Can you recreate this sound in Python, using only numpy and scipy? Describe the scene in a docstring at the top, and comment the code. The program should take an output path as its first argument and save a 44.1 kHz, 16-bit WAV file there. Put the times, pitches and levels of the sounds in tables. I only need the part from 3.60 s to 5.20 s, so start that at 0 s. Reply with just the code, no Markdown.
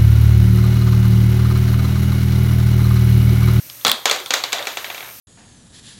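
"""Toy balls dropping on a table

One microphone in a small bare room, with a faint hiss and hum. Small hard balls fall from the raised
bucket of a plastic toy machine, clatter against its frame and a bowl, then clack on the table among a
few dull bumps; the last ball bounces ever faster until it settles. A wall just behind the table throws
each clack back, the room rings after it, and the recorder's gain control ducks on the loud hits."""
import sys
import numpy as np
from scipy import signal
from scipy.fft import rfft, irfft, next_fast_len
from scipy.io import wavfile
from scipy.ndimage import uniform_filter1d

SR = 44100
rng = np.random.default_rng(int(sys.argv[2]) if len(sys.argv) > 2 else 0)


def file_out(sig):
    """Save sig as 16-bit WAV at sys.argv[1]."""
    # one column per channel
    cols = np.atleast_2d(sig).T
    # limit, then scale
    lim = np.clip(cols, -1, 1)
    pcm = np.round(lim * 32767).astype(np.int16)
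    wavfile.write(sys.argv[1], SR, pcm)


N = 70560

# Tone of the hiss, the room's answer to plastic and to table, and the two contact sounds.
# Each row: frequency in Hz, relative level in dB.
HISS_SPECTRUM = [(20, -76), (50, -5.5), (85, -13), (125, -1), (170, -9.5), (300, -8), (430, -17.5),
                 (550, -10.5), (800, -16), (2500, -9.5), (3400, -13), (4700, -11), (6300, -7),
                 (7600, -13.5), (9000, -7), (10600, -15), (12300, 0.5), (13500, -9), (16000, -10.5)]
PLASTIC_ROOM_SPECTRUM = [(100, -33), (400, -11), (1200, -2.5), (2000, -30), (2800, -22), (3400, 4),
                         (4300, -0.5), (5300, -11), (8000, -11), (10500, -15.5), (16000, -22)]
TABLE_ROOM_SPECTRUM = [(60, -35), (150, -27), (280, -9), (500, 0.5), (800, 0.5), (1500, 1), (2300, 0.5),
                       (3000, -1), (3900, 1), (5200, -7.5), (6800, -5.5), (8500, -19), (10500, -24),
                       (13000, -20), (16000, -27)]
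SNAP_SPECTRUM = [(200, -50), (1000, -3.5), (2500, 0.5), (4500, 1.5), (5800, -2.5), (8000, 1), (10500, -8),
                 (13000, -5.5), (15500, -6), (17500, -28)]
CRACK_SPECTRUM = [(100, -9.5), (250, -18), (500, -5), (800, 6.5), (1500, 5.5), (2300, -7.5), (4300, 10),
                  (5300, 2), (6800, 6), (8200, -2), (10200, -11.5), (13000, -7.5), (16000, -37)]
# Reverberation of the room. Each row: frequency in Hz, time to fall 60 dB (t60) in seconds.
ROOM_DECAY = [(150, 0.36), (500, 0.4), (1400, 0.37), (3600, 0.34), (7000, 0.31), (14000, 0.26)]
# Resonances of the frame and bowl, of the shaken table, and of ball and table top together.
# Each row: frequency in Hz, relative level in dB, t60 in seconds.
FRAME_BOWL_MODES = [(1098, -25, 0.38), (1200, -22, 0.069), (1327, -16, 0.063), (2202, -21.5, 0.068),
                    (3300, -25, 0.14), (3257, -30, 0.48), (3410, -23, 0.14), (3510, -33, 0.28),
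                    (3800, -22, 0.053), (3584, -20, 0.12), (3822, -26, 0.26), (4600, -21, 0.092)]
TABLE_LOW_MODES = [(59.4, -24, 0.075), (129.6, -4.5, 0.11), (215, -3, 0.14), (280, -4, .2)]
CLACK_MODES = [(370, -25.5, 0.032), (742, -17.5, 0.02), (1072, -23, 0.038), (1560, -12.5, 0.0079),
               (2086, -10, 0.036), (2340, -8, .018), (2760, -6.5, 0.0065), (3400, -11, 0.013),
               (3800, -14, 0.013), (4300, -21, 0.016), (6600, -11, 0.0065)]
# Dull, hollow bumps. Each row: start in seconds, level in dB, pitch in Hz.
HOLLOW_BUMPS = [(0.2494, 11, 1350), (0.2550, 8, 451), (0.3200, -5, 215), (0.5395, 4.5, 743),
                (0.5600, -15, 900), (0.6030, -7.5, 369), (0.9465, 3, 704), (0.9975, 2.5, 593)]
# A ball hits the plastic. Each row: start in seconds, ring, snap and chirp levels in dB, chirp in Hz.
PLASTIC_HITS = [(0.099, -32, -16, -28, 5030), (0.2113, -32, -43, -32, 3520), (0.2495, -9, 0.5, -3, 3400),
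                (0.2603, -21, -18, -5, 4100), (0.2670, 3, 0.5, -1.5, 3390), (0.2736, -26, -3, -23, 3400),
                (0.2808, -12, 2, -8, 4240), (0.2963, -10.5, -1, 0, 3400), (0.3158, -3.5, 4.5, 1, 3370),
                (0.4973, -6, -2.5, -2.5, 3420), (0.5624, -17, -7, -27, 3500), (0.5885, -19, -16, -20, 3530),
                (0.6016, -28, -9.5, -27, 3570), (0.6606, -15.5, -10, -15, 3570), (0.7388, -8, -3, -6, 3800),
                (0.8376, -12.5, -7, -6, 4410), (0.922, -9, -10, -12.5, 3560),
                (0.9831, -19, -14, -14.5, 3500), (1.0255, -20, -16, -16, 3650),
                (1.0550, -20, -12.5, -32, 3600)]
# The hardest landings shake the table. Each row: start in seconds, level in dB.
HARD_LANDINGS = [(0.2498, -22), (0.2807, -25.5), (0.4574, -40), (0.511, -33), (0.7049, -36.5)]
# A ball hits the table. Each row: start in seconds, level in dB, crack boost in dB,
# treble tilt in dB per octave.
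TABLE_HITS = [(0.2493, -3.5, 12, -3), (0.2802, -5, 5, -2.5), (0.4558, -0.5, 9.5, 1),
              (0.5125, -4.5, 8.5, 2.5), (0.7066, -5.5, 5.5, 0), (0.7382, -1, 2, 3.5),
              (0.8389, -11.5, 7.5, .5), (0.9294, -6, 4, 1), (0.9907, -13.5, 7, -9), (1.0706, -8.5, 0, 0.5),
              (1.1710, -9.5, -6.5, 1), (1.2442, -11.5, -5.5, -3), (1.3008, -13.5, -5.5, -5),
              (1.3459, -15.5, -6.5, -2.5), (1.3790, -19, -5.5, -2), (1.4055, -18.5, -11, -2.5)]

HISS_DB, HUM_HZ, HUM_DB = -38.5, 117, -60.5
WALL_ECHO_S, WALL_DB = 0.00265, -3
THRESHOLD_DB, SQUEEZE, RECOVER_DB_PER_S = -21.5, 0.29, 10  # SQUEEZE: share of the excess taken off


def amp(db):
    """Decibels to gain."""
    return 10 ** (np.asarray(db) / 20)


def along(points, hz):
    """Read a curve of (Hz, value) points on a log frequency axis."""
    freqs, values = np.transpose(points)
    return np.interp(np.log(hz + 1), np.log(freqs + 1), values)


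T = np.arange(SR * 2 // 5) / SR  # seconds since a contact


def fade(t60):
    """Exponential decay by 60 dB in t60 seconds."""
    return np.exp(-np.log(1000) * T / t60)


def unit(x):
    """Scale to energy 1."""
    return x / np.linalg.norm(x)


def colour(x, db_of):
    """Minimum-phase filter with the gain db_of(Hz): nothing sounds ahead of a hit."""
    size = 2 * next_fast_len(len(x))
    cepstrum = irfft(np.log(amp(db_of(np.fft.rfftfreq(size, 1 / SR)))), size)
    cepstrum[1:size // 2] *= 2
    cepstrum[size // 2 + 1:] = 0
    return irfft(rfft(x, size) * np.exp(rfft(cepstrum)), size)[:len(x)]


def tilted(x, db_per_octave, corner_hz=3000):
    """Tilt the treble above a corner."""
    return colour(x, lambda hz: db_per_octave * np.log2(1 + (hz / corner_hz) ** 4) / 4)


def shaped(x, spectrum):
    """Give a sound a spectrum and energy 1."""
    return unit(colour(x, lambda hz: along(spectrum, hz)))


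def burst(spectrum, t60):
    """A dying puff of coloured noise, energy 1."""
    return shaped(rng.standard_normal(len(T)) * fade(t60), spectrum)


def add(track, start_s, sound):
    """Mix a sound in at a time."""
    part = track[round(start_s * SR):][:len(sound)]
    part += sound[:len(part)]


def background():
    """Room tone: steady hiss and a low hum."""
    hiss = colour(rng.standard_normal(N), lambda hz: along(HISS_SPECTRUM, hz))
    hum = np.sin(2 * np.pi * HUM_HZ * np.arange(N) / SR)
    return amp(HISS_DB) * hiss / hiss.std() + amp(HUM_DB) * hum


def room(spectrum, onset_s=0.0017):
    """The bare room's diffuse tail, energy 1; its treble dies first."""
    hz, t, bands = signal.stft(rng.standard_normal(len(T)), SR, nperseg=256)
    decay = amp(-60 * t / along(ROOM_DECAY, hz)[:, None])
    tail = signal.istft(bands * decay, SR, nperseg=256)[1][:len(T)]
    return shaped(tail * (1 - np.exp(-T / onset_s)), spectrum)


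def bumps():
    """Dull, hollow bumps: noise that rings briefly round one pitch."""
    track = np.zeros(N)
    for start_s, db, hz in HOLLOW_BUMPS:
        band = [(hz / 4, -51), (hz, 0), (hz * 4, -51)]
        add(track, start_s, amp(db) * burst(band, t60=0.19))
    return track


def ring(modes, scatter_db):
    """A struck body's damped modes, their levels a little different on every hit."""
    sound = np.zeros(len(T))
    for k, (hz, db, t60) in enumerate(modes):
        gain = (-1) ** k * amp(db + scatter_db * rng.standard_normal())
        sound += gain * fade(t60) * np.sin(2 * np.pi * hz * T)
    return sound


def contact(spectrum, t60, click_share=0.38):
    """The click of a hard contact and the short scatter after it, sharing an energy of about 1."""
    click = shaped(1.0 * (T == 0), spectrum)
    return np.sqrt(click_share) * click + np.sqrt(1 - click_share) * burst(spectrum, t60)


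def plastic_knocks(swell_s=0.0015, rough_radians=0.46):
    """Balls strike frame and bowl: a snap, a rough chirp from the plastic, and the plastic's longer ring."""
    track = np.zeros(N)
    swell = (T / swell_s) ** 3 * np.exp(3 * (1 - T / swell_s))
    for start_s, ring_db, snap_db, chirp_db, chirp_hz in PLASTIC_HITS:
        wander = uniform_filter1d(rng.standard_normal(len(T)), size=24)
        phase = 2 * np.pi * chirp_hz * T + rough_radians * wander / wander.std()
        chirp = amp(chirp_db) * swell * np.sin(phase)
        body = ring(FRAME_BOWL_MODES, scatter_db=1.5) + amp(13) * room(PLASTIC_ROOM_SPECTRUM)
        snap = contact(SNAP_SPECTRUM, t60=0.0067)
        snap = tilted(snap, db_per_octave=0.39 * snap_db)  # softer snaps are duller
        add(track, start_s, chirp + amp(ring_db) * body + amp(10 + snap_db) * snap)
    return track


def clack(db, crack_db, tilt, low_cut_hz=105):
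    """One landing: a hollow tok and a crack reach the microphone directly, off the wall and the room."""
    tok = amp(-1) * ring(CLACK_MODES, scatter_db=2.5)
    crack = amp(7 + crack_db) * contact(CRACK_SPECTRUM, t60=0.0081)
    direct = tok + crack
    early_reflections = amp(10.5) * burst(TABLE_ROOM_SPECTRUM, t60=0.036)
    tail = amp(15.5) * room(TABLE_ROOM_SPECTRUM)
    sound = direct + amp(crack_db / 2) * (early_reflections + tail)
    add(sound, WALL_ECHO_S * (1 + 0.006 * rng.standard_normal()), amp(WALL_DB) * direct)
    low_cut = signal.butter(2, low_cut_hz, "high", fs=SR, output="sos")  # light balls stir little bass
    return amp(db) * tilted(signal.sosfilt(low_cut, sound), tilt)


def table_bounces(settle_s=1.4275, first_flight_s=0.0175, shrink=0.9, hop_loss_db=2):
    """Balls clack and thud on the table; the last settles in ever shorter, softer hops."""
    track = np.zeros(N)
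    for start_s, db, crack_db, tilt in TABLE_HITS:
        add(track, start_s, clack(db, crack_db, tilt))
    for start_s, db in HARD_LANDINGS:
        add(track, start_s, amp(db) * ring(TABLE_LOW_MODES, scatter_db=2))
    for hop in range(7):
        start_s = settle_s + first_flight_s * np.sum(shrink ** np.arange(hop))
        add(track, start_s, clack(-22.5 - hop_loss_db * hop, crack_db=-1, tilt=-10))
    return track


def scene():
    """Everything as it arrives at the one microphone."""
    return (table_bounces() + plastic_knocks() + bumps() + background())[None]


def record(dry, top_hz=15900):
    """The recorder ducks after loud hits, rounds off the peaks and passes nothing above top_hz."""
    power = uniform_filter1d(dry[0] ** 2, size=180)
    level_db = 10 * np.log10(np.abs(power) + 1e-12)
    excess_db = np.maximum(level_db - THRESHOLD_DB, 0)
    recovery_db = RECOVER_DB_PER_S * np.arange(N) / SR
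    duck_db = np.maximum.accumulate(SQUEEZE * excess_db + recovery_db) - recovery_db
    ducked = dry * amp(-duck_db)
    rounded = ducked / (1 + np.abs(ducked) ** 6) ** (1 / 6)
    size = next_fast_len(N + SR // 2)
    passband = np.fft.rfftfreq(size, 1 / SR) < top_hz
    return irfft(rfft(rounded, size) * passband, size)[:, :N]


dry = scene()
out = record(dry)
file_out(out)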